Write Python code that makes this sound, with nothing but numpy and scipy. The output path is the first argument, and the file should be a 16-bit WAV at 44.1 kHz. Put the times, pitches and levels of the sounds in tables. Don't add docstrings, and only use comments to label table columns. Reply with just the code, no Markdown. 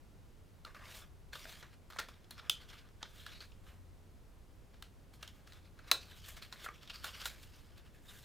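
import sys
import numpy as np
from scipy import signal
from scipy.fft import rfft, irfft, next_fast_len
from scipy.io import wavfile
from scipy.ndimage import uniform_filter1d, map_coordinates

SR = 44100
rng = np.random.default_rng(int(sys.argv[2]) if len(sys.argv) > 2 else 0)


def amplitude_ratio(level_db):
    exponent = np.asarray(level_db, float) / 20
    return 10 ** exponent


def dump_mix(stems):
    frames = np.atleast_2d(stems).T
    limited = np.clip(frames, -1, 1)
    pcm = np.round(limited * 32767).astype(np.int16)
    wavfile.write(sys.argv[1], SR, pcm)


N = 363384


def unit(x):
    return x / np.sqrt(np.mean(x ** 2) + 1e-20)


def along(points, hz):
    f, value = np.transpose(points)
    return np.interp(np.log(hz + 1), np.log(f + 1), value)


def wobble(rate):
    knots = rng.standard_normal(int(N * rate / SR) + 4)
    return map_coordinates(knots, [np.arange(N) * rate / SR])


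def filtered(x, response):
    n = x.shape[-1]
    padded = next_fast_len(n + 4096)
    spectrum = rfft(x, padded) * response(np.fft.rfftfreq(padded, 1 / SR))
    return irfft(spectrum, padded)[..., :n]


def resonance(f, hz, width_hz):
    return 1j * f * width_hz / (hz * hz - f * f + 1j * f * width_hz)


# f/Hz, level/dB per Hz
AIR = [(12, -37), (20, 2), (98, -8), (193, -14), (248, -17), (399, -19.5), (472, -21.5), (574, -23),
       (642, -24.5), (1120, -29), (1260, -30.5), (1370, -29.5), (1570, -32), (14700, -45.5), (16000, -51)]
# f/Hz, likeness (1 = the same)
ALIKE = [(30, 0.066), (60, 0.3), (130, 0.81), (600, 0.58), (3000, 0.69), (7000, 0.93), (15000, 0.92)]
# f/Hz, width/Hz of a resonance that is passed twice
DRONES = [(58, 9.2), (90, 5.8)]


def room_tone():
    air_db, drone_db, waver_db = -58.5, -67.5, 2.5

    def air_colour(hz):
        angle = np.arccos(np.clip(along(ALIKE, hz), -1, 1)) / 2
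        return amplitude_ratio(along(AIR, hz)) * [np.cos(angle), np.sin(angle)]

    mid, side = filtered(rng.standard_normal((2, N)), air_colour)
    tone = amplitude_ratio(air_db) * unit(np.array([mid + side, mid - side]))
    blend = np.array([[1, 0.36], [1, -0.28]])
    for hz, width_hz in DRONES:
        noise = blend @ rng.standard_normal((2, N))
        drone = unit(filtered(noise, lambda f: resonance(f, hz, width_hz) ** 2))
        tone += amplitude_ratio(drone_db + waver_db * wobble(1.5)) * drone
    return tone


# f/Hz, time to fall 60 dB/s
WALLS = [(400, 0.38), (1000, 0.19), (3000, 0.23), (7000, 0.2), (15000, 0.14)]


def walls(x, size):
    hz, t, noise = signal.stft(rng.standard_normal((2, size)), SR, nperseg=256)
    decay = amplitude_ratio(-60 * t / along(WALLS, hz)[:, None])
    mid, side = signal.istft(noise * decay, SR, nperseg=256)[1][:, :size]
    side = amplitude_ratio(-39.5) * filtered(side, lambda f: 1 / (1 + 1j * f / 1500))
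    tail = np.array([mid + side, mid - side]) / np.linalg.norm(mid)
    late = np.pad(x, (round(0.0056 * SR), 0))
    return signal.fftconvolve(late[None], tail, axes=1)[:, :len(x)]


# t/s, hollow f/Hz, board f/Hz, lift of both/dB
GRIP = [(.76, 1150, 1750, 7), (.84, 1150, 1750, 7), (.96, 1200, 3500, 2), (1.4, 1600, 3900, 2),
        (1.62, 1690, 3300, 3), (1.9, 1220, 3330, 5), (2.02, 1700, 3600, 5), (2.38, 1350, 3340, 5),
        (2.75, 1500, 3400, 5), (3.25, 1520, 3350, 8), (3.43, 1510, 4400, 7), (3.56, 1250, 3000, 3),
        (5.47, 1510, 3300, 4), (5.79, 1400, 4200, 4), (6.05, 1400, 4200, 4), (6.22, 1480, 3200, 7),
        (6.32, 1500, 3200, 5), (6.43, 1630, 4440, 3), (6.6, 1900, 3490, 5), (6.68, 1300, 3130, 7),
        (6.86, 1350, 3500, 3), (6.9, 1430, 2600, 9), (6.93, 1400, 4700, 10), (7.04, 1330, 4600, 8),
        (7.09, 1330, 3100, 7), (7.22, 1450, 3150, 8), (7.26, 1480, 4000, 7), (7.36, 1550, 3900, 2),
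        (7.79, 1500, 2930, 3), (8.09, 1600, 3700, 4)]


def scrape(spectrum, grit_db, patchy_db, grip, width_hz):
    grit = rng.standard_normal(N) * amplitude_ratio(grit_db * wobble(700))
    hz, t, z = signal.stft(grit, SR, nperseg=256)
    patches = uniform_filter1d(rng.standard_normal(z.shape), size=3, axis=0)
    patches = unit(uniform_filter1d(patches, size=14, axis=1))
    s, *peaks, lift_db = np.transpose(GRIP)
    bumps = 0
    for peak in peaks:
        distance = (hz[:, None] - np.interp(t, s, peak)) / width_hz
        bumps = bumps + np.exp(-.5 * distance ** 2)
    gain_db = patchy_db * patches + grip * np.interp(t, s, lift_db) * bumps
    patchy = signal.istft(z * amplitude_ratio(gain_db), SR, nperseg=256)[1][:N]
    return unit(filtered(patchy, lambda f: amplitude_ratio(along(spectrum, f))))


# t/s, board level/dB, hollow level/dB, fine hiss level/dB
SLIDES = [
    [(.742, -75, -72, -80), (.755, -65, -56, -72), (.775, -68, -62, -77), (.81, -66, -59, -76),
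     (.9, -59, -59, -65), (.945, -55.5, -58, -59.5), (1.0, -59, -63, -60), (1.038, -64.5, -62, -73),
     (1.08, -85, -86, -86)],
    [(1.325, -64, -58, -77), (1.332, -55.5, -51, -61), (1.39, -56, -64, -63), (1.47, -60, -63, -65),
     (1.5, -57, -60, -63), (1.61, -64, -70, -69), (1.635, -65, -63, -78), (1.7, -79, -76, -92)],
]
# t/s of firmest contact, time to swell 20 dB/s, time to fade 20 dB/s,
# board level/dB, hollow level/dB re board, hiss level/dB re board
STROKES = [(.66, .01, .08, -63, 5, -8), (1.742, .07, .02, -66, 2, -8), (1.907, .005, .03, -59, 4, -5),
           (1.94, .03, .2, -65, 5, -6), (2.012, .005, .06, -57, 4, -8), (2.09, .02, .03, -59, -3, -5),
           (2.12, .02, .15, -70, 2, -11), (2.32, .01, .07, -62, -4, -7), (2.394, .03, .025, -55, -1, -16),
           (2.47, .2, .1, -67, 6, -12), (2.635, .12, .03, -63, 2, -10), (2.69, .02, .1, -61, -2, -8),
           (2.74, .1, .1, -61, 4, -9), (2.785, .06, .05, -59, -8, -13), (2.858, .04, .08, -73, 7, -12),
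           (3.022, .03, .01, -69, 7, -12), (3.055, .02, .04, -68, 7, -12), (3.17, .15, .4, -64, -4, -3),
           (3.275, .02, .1, -65, 6, -8), (3.36, .25, .1, -59, -12, -13), (3.42, .03, .06, -57, -4, -10),
           (3.53, .02, .05, -75, -3, -12), (3.692, .12, .12, -70, 4, -4), (4.74, .02, .07, -70, -5, -16),
           (4.84, .01, .05, -68, -4, -10), (5.138, .02, .06, -67.5, -2, -1), (5.24, .05, .04, -60, 1, -8),
           (5.285, .01, .03, -59, -2, -7), (5.36, .1, .15, -72, 2, -4), (5.474, .015, .2, -67, -6, -6),
           (5.558, .1, .1, -69, 1, -12), (5.658, .02, .04, -67, 1, -11), (5.794, .05, .05, -68, 6, -12),
           (5.85, .08, .05, -68, 3, -13), (5.885, .03, .08, -57.5, 1, -10), (6.02, .03, .07, -58, -7, -10),
           (6.116, .15, .1, -61, -1, -6), (6.178, .05, .05, -59.5, -9, -6), (6.242, .05, .2, -57, -10, -11),
           (6.3, .08, .04, -55, -2, 1), (6.34, .03, .05, -67, -6, 1), (6.376, .035, .035, -53, -1, -10),
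           (6.425, .01, .065, -53.5, -4, -7), (6.535, .04, .12, -62, 3, -3), (6.62, .08, .05, -56, -5, -10),
           (6.65, .03, .02, -51, -8, -2), (6.665, .02, .12, -64, 10, -5), (6.754, .025, .055, -59, -7, -10),
           (6.83, .025, .055, -57.5, -3, -11), (6.906, .035, .025, -48, -9, -16),
           (6.95, .06, .15, -57, -4, -7), (7.05, .025, .1, -49, -2, -5), (7.085, .08, .03, -54, -1, -8),
           (7.152, .04, .03, -54, -3, -12), (7.21, .1, .15, -51, -3, -7), (7.27, .04, .04, -48, -7, 0.5),
           (7.3, .02, .14, -61, 1, -3), (7.43, .12, .12, -62.5, -5, -3), (7.568, .2, .2, -65.5, -4, -6),
           (7.69, .1, .3, -74, 2, -9), (7.778, .025, .06, -63.5, -4, -9), (7.864, .045, .055, -69.5, 1, -7),
           (7.95, .02, .08, -71.5, 3, -2), (8.092, .07, .3, -61, -1, -1), (8.19, .1, .2, -66, -9, -2)]


def pressure():
    time, power = np.arange(N) / SR, np.zeros((3, N))
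    for slide in SLIDES:
        s, *levels = np.transpose(slide)
        power += [amplitude_ratio(2 * np.interp(time, s, db, left=-150, right=-150)) for db in levels]
    for s, swell, fade, db, *lean_db in STROKES:
        span = slice(round((s - 2 * swell) * SR), round((s + 2 * fade) * SR))
        rise, fall = (s - time[span]) / swell, (time[span] - s) / fade
        shape_db = db - 20 * np.maximum(rise, fall)
        power[:, span] += amplitude_ratio(2 * (shape_db + np.c_[[0, *lean_db]]))
    return uniform_filter1d(np.sqrt(power), size=260, axis=1)


# f/Hz, level/dB per Hz
HOLLOW = [(290, -45.5), (500, -8), (643, -3.5), (776, -10), (1210, -0.5), (1340, -5.5), (1620, -0.5),
          (2800, -9.5), (3640, -38), (6160, -120)]
BOARD = [(1290, -36.5), (2200, -3), (2740, -1), (3900, -2.5), (5010, -4), (5740, -7), (7000, -17),
         (9100, -43.5), (15400, -120)]
HISS = [(3530, -30.5), (6000, -5), (6700, 1), (10800, -3.5), (15100, -1.5), (16000, -23)]


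def rubbing():
    stutter = unit(amplitude_ratio(1.1 * wobble(55) + 1.5 * wobble(160)))
    board = scrape(BOARD, grit_db=1.8, patchy_db=2.8, grip=1, width_hz=280)
    hollow = scrape(HOLLOW, grit_db=1.6, patchy_db=2.0, grip=1, width_hz=150)
    hiss = scrape(HISS, grit_db=1.4, patchy_db=0.93, grip=0, width_hz=300)
    rubs = stutter * np.sum(pressure() * [board, hollow, hiss], axis=0)
    return rubs + amplitude_ratio(-13) * walls(rubs, SR // 3)


def body(f, modes, ring_hz):
    hz, width, db = np.transpose(modes)
    db = db + 1.2 * rng.standard_normal(len(hz))
    broad = 0
    for k in range(len(hz)):
        broad = broad + (-1) ** k * amplitude_ratio(db[k]) * resonance(f, hz[k], width[k])
    inside = .8 * hz[0] <= ring_hz < 1.25 * hz[-1]
    return broad * (1 + inside * amplitude_ratio(7) * resonance(f, ring_hz, .09 * ring_hz))


# f/Hz, width/Hz, level/dB before random change
BOX = [
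    [(480, 330, -9.5), (929, 530, -7), (1350, 370, -1), (1850, 770, -7)],
    [(2690, 1000, -2.5), (3564, 380, 2), (4160, 474, 2), (5445, 1840, -5.5), (7270, 2150, -13.5)],
]
# t/s, board peak level/dB, ring f/Hz, hollow level/dB re board peak (its peak is 8 dB more),
# crack level/dB re board peak (its peak is 10 dB more), time to fall 30 dB/s
TAPS = [(0.6481, -39, 1390, -11, -29, 0.0062), (0.7447, -51.5, 1130, -2.5, -14, 0.018),
        (1.3302, -42, 1650, -5.5, -25, 0.014), (1.3525, -40.5, 3710, -8.5, -17, 0.013),
        (1.453, -50, 651, 4, -15, 0.0039), (1.493, -46.5, 2100, -9.5, -19, 0.0074),
        (1.626, -48, 1700, -3, -22, 0.012), (1.901, -48.5, 1020, -4.5, -10.5, 0.0073),
        (1.922, -50, 1070, -5, -18, 0.009), (1.9315, -51, 1360, -6.5, -23.5, 0.009),
        (1.9596, -54.5, 1030, 7, -16, 0.009), (1.9675, -51, 1070, -1, -12, 0.0057),
        (1.9855, -30.5, 1380, -6, -49, 0.026), (1.9905, -40.5, 1800, 1, -3, 0.014),
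        (1.9978, -34, 1860, -4.5, -17, 0.014), (2.0846, -47.5, 3300, -5.5, -15, 0.014),
        (2.242, -56.5, 3160, -11, -22, 0.009), (2.3072, -42, 4230, -15, -7, 0.0096),
        (2.379, -47.5, 1260, -8, -19, 0.0056), (2.394, -47.5, 1360, -5.5, -25, 0.012),
        (2.4959, -16, 3130, -24, -12, 0.0055), (2.699, -47, 3230, -11, -28, 0.013),
        (2.887, -57, 2800, -8, -25, 0.006), (3.0275, -32, 3460, -10, -24, 0.0082),
        (3.263, -39, 1580, -7, -30, 0.009), (3.404, -42.5, 4400, -19, -35, 0.014),
        (3.517, -53, 2830, -17, -28, 0.012), (4.741, -58.5, 2430, -4.5, -23, 0.0077),
        (4.8235, -38, 1620, -14, -15.5, 0.0063), (5.226, -36, 2840, -14.5, -13, 0.017),
        (5.2755, -42, 3130, -18, -18, 0.009), (5.472, -49, 1390, -11, -20, 0.015),
        (5.5209, -47, 1600, -9.5, -24, 0.013), (5.532, -50, 3900, -14, -16, 0.008),
        (5.789, -55, 1410, -6, -22, 0.0066), (5.9135, -9.5, 4000, -17.5, -13, 0.0092),
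        (6.365, -50.5, 4580, -6, -8.5, 0.01), (6.421, -43.5, 4150, -11, -21.5, 0.0072),
        (6.5242, -37, 1040, -9.5, -15, 0.014), (6.6418, -45, 2100, -6, -17, 0.016),
        (6.6595, -52, 1350, 11, -17, 0.019), (6.6865, -50, 1180, 7, -14, 0.0045),
        (6.8306, -45.5, 1290, -14, -26, 0.009), (6.8734, -44, 3420, -20, -22, 0.014),
        (6.8973, -39.5, 2630, -13, -26, 0.015), (6.94, -44, 2540, -23.5, -25, 0.015),
        (6.9561, -38.5, 4710, -25, -29, 0.009), (7.042, -33, 1350, -7.5, -15, 0.016),
        (7.1524, -51, 2030, -5, -14, 0.0057), (7.214, -37, 3190, -16, -25, 0.011),
        (7.2545, -26, 1460, -14, -17.5, 0.02), (7.777, -59, 1476, -11.5, -13, 0.011)]


def taps():
    size = SR // 3
    out, t = np.zeros((2, N + size)), np.arange(size) / SR
    for s, db, ring_hz, hollow_db, crack_db, length in TAPS:
        onset = (1 - np.exp(-t / 0.00067)) ** 2
        fade = amplitude_ratio(-30 * t / max(length, .001)) * onset
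        noise, spikes = rng.standard_normal((2, size))
        slips = fade * noise * amplitude_ratio(5.5 * spikes)
        blow = np.linalg.norm(slips) * (t == 0)
        drive = np.array([slips, blow])
        hollow, board = (filtered(drive, lambda f: body(f, modes, ring_hz)) for modes in BOX)
        crack = filtered(drive, lambda f: resonance(f, 9800, 11500) ** 2)
        parts = [(board, 0), (hollow, hollow_db + 8.0), (crack, crack_db + 10)]
        near, spread = sum(amplitude_ratio(db + level) * part / np.abs(part[0]).max() for part, level in parts)
        start = round(s * SR)
        out[:, start:start + size] += near + amplitude_ratio(-11.5) * walls(spread + .7 * near, size)
    return out[:, :N]


def scene():
    return room_tone() + rubbing() + taps()


def roll_off(x):
    return signal.sosfilt(signal.butter(12, 17100, fs=SR, output="sos"), x)


def record(dry):
    finished = filtered(dry, lambda f: 1 / np.sqrt(1 + (f / 16500) ** 40))
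    return roll_off(finished)


dry = scene()
out = record(dry)
dump_mix(out)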